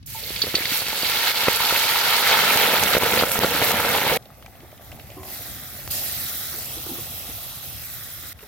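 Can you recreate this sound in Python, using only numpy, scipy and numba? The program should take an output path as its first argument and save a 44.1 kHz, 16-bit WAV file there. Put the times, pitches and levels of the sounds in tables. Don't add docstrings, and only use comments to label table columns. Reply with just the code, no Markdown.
import sys
import numpy as np
from scipy import signal
from scipy.fft import rfft, irfft, next_fast_len
from scipy.io import wavfile
from scipy.ndimage import uniform_filter1d, map_coordinates
from numba import njit

SR = 44100
rng = np.random.default_rng(int(sys.argv[2]) if len(sys.argv) > 2 else 0)


def voltage_ratio(decibels):
    exponent = np.asarray(decibels, float) / 20
    return 10 ** exponent


def file_out(sig):
    cols = np.atleast_2d(sig).T
    lim = np.clip(cols, -1, 1)
    pcm = np.round(lim * 32767).astype(np.int16)
    wavfile.write(sys.argv[1], SR, pcm)


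N = 373527
TIME = np.arange(N) / SR
CHANGE_S, LAST_CHANGE_S = 4.174, 8.33


def unit(x):
    return x / np.sqrt(np.mean(x ** 2) + 1e-20)


def along(points, hz):
    f, value = np.transpose(points)
    return np.interp(np.log(hz + 1), np.log(f + 1), value)


def over_time(points):
    return np.interp(TIME, *np.transpose(points))


def wobble(rate):
    knots = rng.standard_normal(int(N * 40 / SR) + 4)
    return map_coordinates(knots, [np.arange(N) * min(rate, 40) / SR])


def filtered(x, response):
    m = next_fast_len(N + 8192)
    return irfft(rfft(x, m) * response(np.fft.rfftfreq(m, 1 / SR)), m)[..., :N]


@njit
def add(out, rows, sr):
    for s, size, hz, t60, rise, attack, lag, right in rows:
        for port in range(2):
            start = (s + port * lag) * sr
            first = int(start) + 1
            gain = size * (right if port else 1.0)
            for i in range(max(first, 0), min(first + int(t60 * sr), out.shape[1])):
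                t = (i - start) / sr
                swell = (1 - np.exp(-t / attack)) * np.exp(-np.log(1000) * t / t60)
                out[port, i] += gain * swell * np.sin(2 * np.pi * hz * t * (1 + rise * t / t60))
    return out


def rings(s, size, hz, t60, rise=0, attack=1e-5, lag=0, right=1):
    rows = np.broadcast_arrays(s, size, hz, t60, rise, attack, lag, right)
    return add(np.zeros((2, N)), np.stack([np.ravel(r) for r in rows], axis=1).astype(float), SR)


def burst(s, size, hz, wide_db, t60, smear, right=1):
    late, pitch, lag = rng.standard_normal((len(s), 3, 12)).T.swapaxes(0, 1)
    hz = np.minimum(hz * voltage_ratio(wide_db * pitch), SR / 2.5)
    return rings(s + smear * np.abs(late), size / np.sqrt(8), hz, t60, lag=5e-5 * lag, right=right)


# pitch_hz, correlation
LIKENESS = [(60, 0.6), (150, 0.62), (380, 0.82), (950, 0.57), (2380, 0.55), (5980, 0.055), (15000, -0.08)]


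def seethe(spectrum, count, cycles, size_db, share, patchy_db):
    f = np.transpose(spectrum)[0]
    when, pitch, big = rng.random((count, 3)).T
    hz = f[1] * (f[-2] / f[1]) ** pitch
    lag = 7e-5 * rng.standard_normal(count)
    bubbles = rings(when * N / SR, voltage_ratio(-size_db * np.log(big + 0.022)), hz, cycles / hz, rise=0.38, lag=lag)
    bubbles = filtered(bubbles, lambda hz: voltage_ratio(along(spectrum, hz)) * hz)

    z = signal.stft(rng.standard_normal((2, N)), nperseg=256)[2]
    patches = uniform_filter1d(rng.standard_normal(z.shape[1:]), size=5, axis=0)
    patches = uniform_filter1d(patches, size=8, axis=1)
    pair = signal.istft(z * voltage_ratio(patchy_db * unit(patches)), nperseg=256)[1][:, :N]

    def mid_side(hz):
        turn = np.arccos(np.clip(along(LIKENESS, hz), 0, 1)) / 2
        return voltage_ratio(along(spectrum, hz)) * np.array([np.cos(turn), np.sin(turn)])

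    mid, side = filtered(pair, mid_side)
    bed = np.array([mid + side, mid - side])
    share = np.clip(share, 0, 1)
    return np.sqrt(share) * unit(bubbles) + np.sqrt(1 - share) * unit(bed)


# pitch_hz, density_db
SPATTER_SPECTRUM = [(1200, -40), (2500, -19), (5000, -2), (8500, -15.5), (12800, 3), (15500, -12),
                    (17000, -48)]


def spatter():
    clicks = seethe(SPATTER_SPECTRUM, count=900, cycles=1.5, size_db=3.5, share=1, patchy_db=0)
    tear = rng.standard_normal((1, 40)) * np.hanning(40)
    return unit(clicks + signal.fftconvolve(clicks, tear / 4, axes=1)[:, :N])


def boil(levels, froth, gurgle, crackle, steam, surge_db, coarse, deep):
    froth_db, gurgle_db, crackle_db, steam_db = levels
    surge = surge_db * wobble(18)
    foam = seethe(froth, count=8500, cycles=8.6, size_db=2.5, share=0.52 * coarse, patchy_db=2.0)
    shallow = filtered(foam, lambda hz: 1 / (1 + (1600 / (hz + 1)) ** 9))
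    out = voltage_ratio(froth_db + surge + 0.84 * coarse * wobble(30)) * (deep * foam + (1 - deep) * shallow)
    out += voltage_ratio(gurgle_db + surge + 1.3 * wobble(25)) * seethe(
        gurgle, count=2200, cycles=4.7, size_db=1.5, share=0.49 * coarse, patchy_db=1.2)
    out += voltage_ratio(crackle_db + surge + 1.16 * coarse * wobble(30)) * seethe(
        crackle, count=12000, cycles=7.8, size_db=3.0, share=0.5 * coarse, patchy_db=0.0)
    out += voltage_ratio(steam_db + surge + 1.0 * coarse * wobble(30)) * seethe(
        steam, count=14000, cycles=8.3, size_db=4.5, share=0.44 * coarse, patchy_db=2.5)
    return out + voltage_ratio(steam_db - 8.5) * coarse ** 2 * deep * spatter()


# time_s, vigour_db
VIGOUR = [(.08, -50), (.15, -43), (.24, -38), (.6, -30.5), (.76, -27), (.82, -30.5), (1.28, -23.5),
          (1.98, -22.5), (2.49, -18.5), (3.05, -23), (3.22, -22.5), (3.25, -28.5), (3.33, -26),
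          (3.64, -23.5), (4.17, -23)]
# full_boil_db, db_per_db_of_vigour, under_foam_db, lag_behind_foam_s
OIL_SIZES = [
    (-23, 1, 0, 0),
    (-41, 0.5, 13.5, 0.2),
    (-23, 0.91, -6.5, 0),
    (-25, 0.6, -0.5, 0.019),
]
# peak_s, gain_db, rise_s, fall_s
STEAM_JETS = [
    (.065, 5.5, .01, 0.13),
    (.77, 5.5, 0.069, 0.027),
    (3.15, 1.5, 0.44, .07),
    (3.33, 5.5, .05, 0.035),
    (3.64, 1.5, 0.099, .2),
    (4.14, 1, 0.035, .1),
]


def frying():
    full_boil_db = -23.5
    flash_s, boil_s, glug_s = 0.062, 0.072, 0.148
    foam_s, foam_spread_s = 2.26, 0.2
    vigour_db = over_time(VIGOUR) - full_boil_db
    levels = []
    for db, grows, under_db, lag in OIL_SIZES:
        foam = 1 / (1 + np.exp((foam_s + lag - TIME) / foam_spread_s))
        levels.append(db + grows * vigour_db + under_db * foam - 30 * (TIME < boil_s))
    froth, gurgle, crackle, steam = levels
    gurgle = gurgle - 12 * (TIME < glug_s)
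    for s, db, rise, fall in STEAM_JETS:
        steam = steam + db * np.exp(-((TIME - s) / np.where(TIME < s, rise, fall)) ** 2)
    steam = steam + 30 * ((TIME >= flash_s) & (TIME < boil_s))
    return [froth, gurgle, crackle, steam]


# pitch_hz, width_hz, level_db
WOK_MODES = [(504, 160, -3.5), (892, 150, -2.5), (1360, 176, -5), (2170, 210, -4.5), (4530, 350, -9.5)]


def hollow(x):
    ring = filtered(x, lambda f: sum(voltage_ratio(db) * 1j * f * width / (hz * hz - f * f + 1j * f * width)
                                     for hz, width, db in WOK_MODES))
    return voltage_ratio(-2.2) * (x + voltage_ratio(-3 + 1.5 * wobble(4)) * ring)


def bowl(x, delay, strength, dull_hz):
    def comb(hz):
        echo = strength * np.exp(-2j * np.pi * hz * delay) / (1 + (hz / dull_hz) ** 2)
        return (1 + echo) / np.sqrt(1 + strength ** 2 / 2)
    return filtered(x, comb)


# start_s, peak_db, body_db, left_minus_right_db
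SPIT_EVENTS = [(0.059, -35, -16, -15.5), (0.8837, -20, -5, -4), (1.0962, -13, -17, 0),
               (1.5579, -14, -33, -14), (1.5778, -16, -26, -1), (1.775, -17, -9, -14.5),
               (2.271, -25, -13, -4), (2.5726, -11, -4, -18), (2.6703, -16, -19, -2),
               (2.835, -11.5, 8, -10), (2.9028, -20, 8, -11), (2.984, -9, -26, -10), (3.034, -18, -9, -15),
               (3.3007, -9, -15, 1), (3.3158, -11, -12, -4), (3.3892, -7, -22, -9), (3.641, -15, -12, 10),
               (3.696, -20, -14, -3.0), (3.716, -13, -20, 0)]


def spits():
    s, db, body_db, pan_db = np.transpose(SPIT_EVENTS)
    pan_db = np.clip(pan_db, -9, 4)
    left = voltage_ratio(db + pan_db / 2)
    snap = burst(s + 0.0017, voltage_ratio(6.0) * left, 12150, wide_db=3.0, t60=0.0041, smear=0.000827,
                 right=voltage_ratio(-pan_db))
    body = left * voltage_ratio(np.minimum(body_db, 0) + 15.5)
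    return snap + burst(s + 0.00049, body, 4700, wide_db=3.5, t60=0.0029, smear=0.000276)


# start_s, peak_db, pitch_hz
POP_EVENTS = [(0.554, -14, 3010), (0.6217, -12, 2210), (0.654, -7, 3380), (0.6816, -17, 3190),
              (0.8761, -18, 2150), (0.9041, -18, 2340), (0.926, -12, 3290), (1.2099, -19, 2270),
              (1.24, -13, 1800), (1.2723, -11, 1600), (1.442, -9, 2250), (1.4663, -18, 1020),
              (1.4833, -8, 1260), (1.603, -11, 1030), (1.7087, -14, 1390), (1.7492, -8, 1360),
              (1.8394, -8, 2270), (1.8828, -10, 2220), (1.9208, -10, 2220), (1.9595, -12, 1220),
              (1.9971, -10, 2220), (2.0964, -13, 3430), (2.3124, -9, 1400), (2.3905, -8, 1370),
              (2.506, -7, 2240), (2.582, -12, 2210), (2.6147, -21, 2200), (2.6704, -20, 1650),
              (2.693, -12, 1370), (2.878, -8, 2790), (2.899, -17, 1290), (2.9165, -11, 2070),
              (2.937, -12, 1350), (2.968, -12, 1360), (3.0098, -19, 1760), (3.032, -14, 1410),
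              (3.121, -9, 2180), (3.1884, -23, 1370), (3.2104, -9, 1340), (3.2345, -7, 1300),
              (3.2652, -15, 1390), (3.356, -13, 1300), (3.4004, -17, 1350), (3.4248, -17, 1550),
              (3.596, -15, 1320), (3.6219, -12, 2160), (3.799, -11, 1280), (3.848, -11, 1360),
              (3.882, -12, 1570), (3.9008, -13, 1410), (3.9272, -19, 1360), (3.945, -17, 1000),
              (4.0175, -14, 2170), (4.0549, -11, 2170), (4.0983, -14, 2290), (4.1208, -14, 2230)]


def pops():
    s, db, hz = np.transpose(POP_EVENTS)
    ring = rings(s, voltage_ratio(db - 1.0), hz, 16 / hz, rise=0.06, attack=0.00024)
    return ring + burst(s, voltage_ratio(db - 11), hz, wide_db=2.5, t60=0.0079, smear=0.00201)


# start_s, peak_db, low_mode_db, t60_s
SHELL_CLACKS = [
    (0.3603, -19.5, 1, 0.019),
    (0.417, -9.5, -35.5, 0.057),
    (0.4544, -29.5, -10.5, 0.05),
    (0.5513, -5, -8.5, 0.036),
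    (0.6542, -14, 2, 0.023),
    (0.7996, -22, -14.5, 0.084),
    (0.8652, -18, 5, 0.029),
    (1.0222, -19, -13, 0.036),
    (1.06, -26, -9, 0.036),
    (1.097, -28, 6, 0.091),
]
# pitch_hz, level_db, share_of_t60
SHELL_MODES = [(4540, 0.5, 1), (4240, -6, .7), (4660, -3.5, 0.56), (4840, -13, .7), (3810, -8, 0.86),
               (3350, -11, 0.73), (5600, -11, 0.55), (5900, -8, 0.44)]


def shells():
    s, db, low_db, t60 = np.transpose(SHELL_CLACKS)
    hz, mode_db, life = np.transpose(SHELL_MODES)
    late, strike, detune = rng.standard_normal((3, len(s), len(hz)))
    out = rings(s[:, None] + .0012 + .0004 * np.abs(late), voltage_ratio(db[:, None] + mode_db - 2 + 1.2 * strike),
                hz * (1 + 0.014 * detune), life * t60[:, None], attack=0.00056)
    out += rings(s, voltage_ratio(db - 16.0), 3600, .0012)
    out += burst(s, voltage_ratio(db - 8), 3800, wide_db=2.5, t60=0.24 * t60, smear=0.00127)
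    out += burst(s, voltage_ratio(db + low_db - 3.5), 2260, wide_db=0.7, t60=0.77 * t60, smear=0.00102)
    out += burst(s + .004, voltage_ratio(db - 7.5), 3900, wide_db=1.1, t60=.3 * t60, smear=0.011)
    return out * voltage_ratio([[-.4], [.4]])


# start_s, peak_db, pitch_hz
PLOP_EVENTS = [(0.305, -26, 393), (0.439, -21.5, 416), (0.469, -21, 500), (0.446, -29, 420), (0.479, -27, 520),
               (0.49, -29, 480), (0.542, -16.5, 386), (0.548, -21, 460), (0.567, -27, 450), (0.584, -21.5, 500),
               (0.606, -27, 320), (0.719, -26, 270), (0.82, -22, 774), (0.93, -19.5, 845), (1.032, -19, 480),
               (1.433, -22, 695), (1.472, -13, 945), (1.483, -4.5, 503), (1.605, -14, 928), (1.725, -14.5, 496),
               (2.559, -12.5, 780), (2.827, -10, 875), (2.95, -9.5, 520), (2.968, -7.5, 510), (3.023, -11, 894),
           (3.033, -12, 464), (3.069, -32, 460), (3.136, -12, 460), (3.175, -11.5, 480), (3.224, -8, 584),
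           (3.236, -11, 475), (3.356, -15.5, 816), (3.4, -16, 888), (3.39, -15, 240), (3.55, -16.5, 480),
           (3.564, -14.5, 790), (3.435, -8.5, 776), (3.445, -9.5, 440), (3.617, -11, 740),
           (3.624, -13, 450), (3.709, -13, 740), (3.741, -18.5, 240), (3.85, -16, 530), (3.95, -10.5, 860),
           (3.964, -17, 895), (4.018, -14, 790), (4.037, -19, 422), (4.05, -16, 520), (4.066, -12, 850),
           (4.098, -15, 770), (4.116, -16, 520)]
# start_s, peak_db, pitch_hz
FOAM_HEAVES = [
    (1.482, -35, 120),
    (2.558, -15, 110),
    (3.389, -12, 90),
    (3.442, -24, 119),
    (3.74, -15, 90),
]


def plops():
    s, db, hz = np.array(PLOP_EVENTS).T
    slap = rings(s - .0006, voltage_ratio(db - 4.5), 3.2 * hz, 2.0 / hz)
    slap += burst(s, voltage_ratio(db - 3.0), 1740, wide_db=3.5, t60=0.0079, smear=.003)
    cavity = rings(s, voltage_ratio(db + 2.5), hz, 8 / hz, rise=0.047, lag=6e-5, right=.9)
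    at, heave_db, low_hz = np.transpose(FOAM_HEAVES)
    push = rings(s, voltage_ratio(db - 27), 230, 0.052)
    push += rings(at, voltage_ratio(heave_db), low_hz, 2.4 / low_hz, attack=.0015)
    return slap + cavity + filtered(push, lambda f: (1j * f / (60 + 1j * f)) ** 2)


# pitch_hz, density_db
OIL_FROTH = [(350, -31), (600, -8.5), (913, -2.5), (1070, -6.5), (1340, -2.5), (3200, -4.5), (4160, -6.5),
             (7040, -120)]
OIL_GURGLE = [(53, -42), (90, -4.5), (215, 2), (353, -5.5), (456, 3), (750, 1), (980, -34), (1650, -120)]
OIL_CRACKLE = [(1650, -17.5), (2800, -9), (4430, -7), (5170, -13), (6500, -19), (8450, -26.5),
               (14300, -120)]
OIL_STEAM = [(3240, -27), (5500, -1.5), (6510, -6), (8530, -6.5), (10700, -3.5), (12500, 1.5), (14900, -2),
             (16100, -4), (16400, -61)]


def oil():
    seething = boil(frying(), OIL_FROTH, OIL_GURGLE, OIL_CRACKLE, OIL_STEAM,
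                    surge_db=0.64, coarse=0.96, deep=np.clip(TIME / 1.66, 0, 1))
    in_wok = hollow(bowl(seething + spits(), 0.002284, 0.13, dull_hz=3380))
    return in_wok + pops() + shells() + plops()


# peak_s, heat_db, rise_s
SAUCE_FLARES = [
    (4.815, -50.5, .01),
    (5.33, -34.5, 0.12),
    (5.91, -26, .009),
    (8.42, -48.5, 0.098),
]
# lively_db, db_per_db_of_heat, cooling_s
SAUCE_SIZES = [
    (-43, .6, 0.35),
    (-46, 0.22, 0.085),
    (-39, 1, 0.28),
    (-30, 1, 0.27),
]


def simmering():
    simmer_db, warms_db_per_s, lively_db = -56.5, 7, -30
    dries_db_per_s = -1.06
    stirred_s, still_db = 7.33, -4
    warming_s = np.clip(np.where(TIME < LAST_CHANGE_S, TIME - CHANGE_S, -1), -1, 1)
    calm = voltage_ratio(simmer_db + warms_db_per_s * warming_s) ** 2
    levels = []
    for size_db, grows, cools in SAUCE_SIZES:
        heat = calm
        for s, db, rise in SAUCE_FLARES:
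            since = TIME - s
            flare = voltage_ratio(db + dries_db_per_s * since) ** 2 * np.clip(1 + since / rise, 0, 1) ** 2
            in_view = (TIME < LAST_CHANGE_S) | (s > LAST_CHANGE_S)
            heat = heat + flare / (1 + np.maximum(since, 0) / cools) * in_view
        levels.append(size_db + grows * (10 * np.log10(heat) - lively_db))
    froth, gurgle, crackle, steam = levels
    gurgle = gurgle + still_db * np.clip((TIME - stirred_s) * 10, 0, 1)
    return [froth, gurgle, crackle, steam]


# start_s, peak_db, pitch_hz
BLUB_EVENTS = [(4.258, -38, 590), (4.303, -33, 1160), (4.446, -39, 635), (4.481, -35, 730),
               (4.552, -40, 710), (4.728, -33, 610), (4.796, -31, 680), (4.809, -37, 656),
               (4.865, -39, 754), (4.927, -32.5, 690), (4.944, -38, 730), (4.975, -38, 800),
               (4.989, -35, 724), (5.101, -37, 553), (5.117, -38, 655), (5.165, -38, 670), (5.23, -36, 730),
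               (5.255, -35, 720), (5.285, -34, 736), (5.308, -38, 1090)]


def blubs():
    s, db, hz = np.transpose(BLUB_EVENTS)
    return rings(s, voltage_ratio(db + 3.5), hz, 14 / hz, rise=0.1, attack=0.00054)


def basket(x):
    delay_s, sway_s, strength = .0005, .00012, .36
    at = np.arange(N) - SR * (delay_s + sway_s * wobble(2.5))
    echo = np.array([map_coordinates(port, [at + shift]) for port, shift in zip(x, (0, 3))])
    return (x + strength * echo) / np.sqrt(1 + strength ** 2)


# pitch_hz, density_db
SAUCE_FROTH = [(560, -34), (950, -5.5), (1350, -0.5), (2100, -3), (3000, -6), (3600, -5), (5000, -60),
               (7000, -120)]
SAUCE_GURGLE = [(120, -43), (200, 0.5), (439, -6.5), (789, -0.5), (973, -8.5), (1200, -6), (1560, -51),
                (2640, -120)]
SAUCE_CRACKLE = [(1530, -21), (2600, -7), (3900, 1.5), (4990, -3.5), (5640, -2), (6500, -10), (8450, -42),
                 (14300, -120)]
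SAUCE_STEAM = [(2940, -37), (5000, -6.5), (5630, -8.5), (9030, -8), (12200, 0), (15100, 0.5), (16200, -10),
               (16400, -37)]


def sauce():
    seething = boil(simmering(), SAUCE_FROTH, SAUCE_GURGLE, SAUCE_CRACKLE, SAUCE_STEAM,
                    surge_db=0.2, coarse=0.54, deep=0.98)
    return basket(bowl(seething, 0.00152, 0.22, dull_hz=4000) + blubs())


# start_s, level_db, pitch_hz, length_s, pitch_spread
SEAR_EVENTS = [(.235, -34, 4200, .012, .3), (.578, -33, 2100, .025, .1), (.612, -32, 2120, .03, .1),
               (2.932, -19, 3300, .02, .9), (3.19, -19.5, 3700, .02, .7), (3.43, -24, 3300, .012, .9),
               (3.625, -25, 3200, .012, .6), (5.905, -32, 4400, 0.098, .28), (5.935, -36, 4300, 0.086, .28),
               (6.09, -39, 3600, 0.095, .28), (6.13, -36, 3700, 0.055, .28), (6.26, -40, 3600, 0.049, .28)]


def sears():
    s, db, hz, length, spread = np.transpose(SEAR_EVENTS)
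    late, pitch, lag = rng.random((len(s), 3, 90)).T.swapaxes(0, 1)
    return rings(s + length * late ** 1.5, voltage_ratio(db), hz * (1 + spread * (pitch - .5)), 24 / hz,
                 attack=.0002, lag=3e-4 * (lag - .5))


# start_s, peak_db, pitch_hz
TICK_EVENTS = [(0.028, -41, 4000), (4.2243, -43, 4700), (4.255, -39, 3440), (4.425, -35.5, 1600),
               (4.4612, -31.5, 1700), (4.5526, -41, 2500), (4.6043, -40, 2200), (4.7163, -41, 2190),
               (4.777, -36, 2790), (4.917, -30.5, 2340), (4.965, -43, 2620), (4.996, -31, 2700),
               (5.07, -43, 2560), (5.102, -34, 2700), (5.1188, -36, 2220), (5.232, -33, 2150),
               (5.7897, -43, 2190), (8.3898, -35, 2060), (8.407, -36, 1750), (8.427, -37, 1930)]
# start_s, peak_db, pitch_hz, t60_s
KNOCK_EVENTS = [(4.632, -37, 354, 0.051), (4.947, -41, 226, 0.13), (5.167, -36.5, 298, 0.15),
                (5.787, -36, 590, 0.058), (6.539, -38, 338, 0.093), (6.579, -39, 434, 0.09),
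                (6.768, -33.5, 326, 0.12), (6.864, -29, 346, 0.045), (6.891, -32, 338, 0.2),
                (6.913, -26.5, 263, 0.089), (6.94, -38, 333, 0.17), (6.981, -33, 342, 0.11),
                (7.29, -32, 269, 0.035), (8.428, -40, 418, 0.11)]
# pitch_hz, level_db, t60_s
STEEL_MODES = [(378, -36, 0.43), (730, -47, 0.87), (889, -58, .3), (1020, -47, 0.64), (1081, -47, 0.75)]
# start_s, peak_db, pitch_hz, t60_s
EGG_PING = (.148, -31, 891, .16)


def ladle():
    s, db, hz = np.transpose(TICK_EVENTS)
    out = rings(s, voltage_ratio(db + 1.5), 4200, 0.00088)
    out += burst(s, voltage_ratio(db - 9), 2900, wide_db=1.6, t60=.022, smear=.004)
    out += burst(s, voltage_ratio(db - 2.5), hz, wide_db=1.7, t60=0.012, smear=0.00214)
    out += burst(s, voltage_ratio(db - 6.0), 6500, wide_db=3.0, t60=0.0047, smear=0.00086)
    out += rings(5.877, voltage_ratio(-19), [1500, 3000, 5200, 8000], .0012)
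    s, db, hz, t60 = EGG_PING
    out += rings(s, voltage_ratio(db), hz, t60, attack=.001)
    s, db, hz, t60 = np.transpose(KNOCK_EVENTS)
    out += rings(s, voltage_ratio(db + 0.5), hz, t60, attack=0.001)
    out += burst(s, voltage_ratio(db - 4.5), 1.5 * hz, wide_db=4.5, t60=0.66 * t60, smear=0.011)
    hz, db, t60 = np.transpose(STEEL_MODES)
    return out + rings(5.168, voltage_ratio(db), hz, t60, attack=0.0049)


# time_s, roar_db
FIRE_LEVEL = [(0, -47), (.6, -49.5), (2.2, -58), (2.9, -46.5), (4.15, -47), (4.2, -52), (7.2, -46.5),
              (8.15, -48), (8.47, -53.5)]
# pitch_hz, density_db
ROAR_SPECTRUM = [(15, -46), (25, -36), (54, 0.5), (104, -1.5), (148, -5.5), (178, -15.5), (320, -22.5),
                 (420, -49), (700, -120)]


def fire():
    level = voltage_ratio(over_time(FIRE_LEVEL) + 4.5 + 2.0 * wobble(10))
    roar = seethe(ROAR_SPECTRUM, count=200, cycles=1.4, size_db=-1.5, share=0.28, patchy_db=1.0)
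    draught = unit(filtered(rng.standard_normal((2, N)), lambda hz: hz ** 3 / (1 + (hz / 75) ** 6)))
    preamp = filtered(rng.standard_normal((2, N)), lambda hz: 1 / (1 + (hz / 6400) ** 12))
    return level * (roar + voltage_ratio(-6.5) * draught) + voltage_ratio(-58) * preamp


def scene():
    before = np.clip((CHANGE_S - TIME) / 0.0009, 0, 1)
    pan = before * oil() * voltage_ratio([[-.7], [.7]])
    pan = pan + (1 - before) * sauce() * voltage_ratio([[.4], [-.4]])
    return pan + ladle() + sears() + fire()


def low_pass(x):
    return signal.sosfilt(signal.butter(12, 17030, fs=SR, output="sos"), x)


# pitch_hz, left_minus_right_db
PORT_COLOUR = [(50, 2.5), (150, -1.3), (500, -1.8), (1200, 1.9), (2400, 0.4), (4400, -2.5), (8000, 4.5),
               (12500, -5), (16000, -4)]
# start_s, depth_db, recovery_s
GAIN_DUCKS = [
    (.835, -2, 0.045),
    (1.318, -7, 0.048),
    (1.574, -4.5, 0.031),
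    (2.55, -2, 0.029),
    (2.984, -7.5, 0.022),
    (3.299, -11, 0.0076),
    (3.392, -19, 0.0075),
    (3.72, -2.5, 0.048),
    (3.99, -2.5, 0.053),
    (4.777, -3.5, 0.046),
]


def record(dry):
    half = np.array([[.5], [-.5]])
    port_lag_s = 5e-5
    x = filtered(dry, lambda hz: voltage_ratio(along(PORT_COLOUR, hz) * half) * np.exp(2j * np.pi * hz * port_lag_s * half))
    x = filtered(x, lambda hz: (hz < 15950) * (1j * hz / (45 + 1j * hz)) ** 2)
    duck_db = sum(db * (TIME > s) * np.exp(-(np.abs(TIME - s) / back) ** 2) for s, db, back in GAIN_DUCKS)
    x = x * voltage_ratio(uniform_filter1d(duck_db, size=90))
    x = x / (1 + np.abs(x / 1.1) ** 4) ** (1 / 4)
    return low_pass(x)


dry = scene()
out = record(dry)
file_out(out)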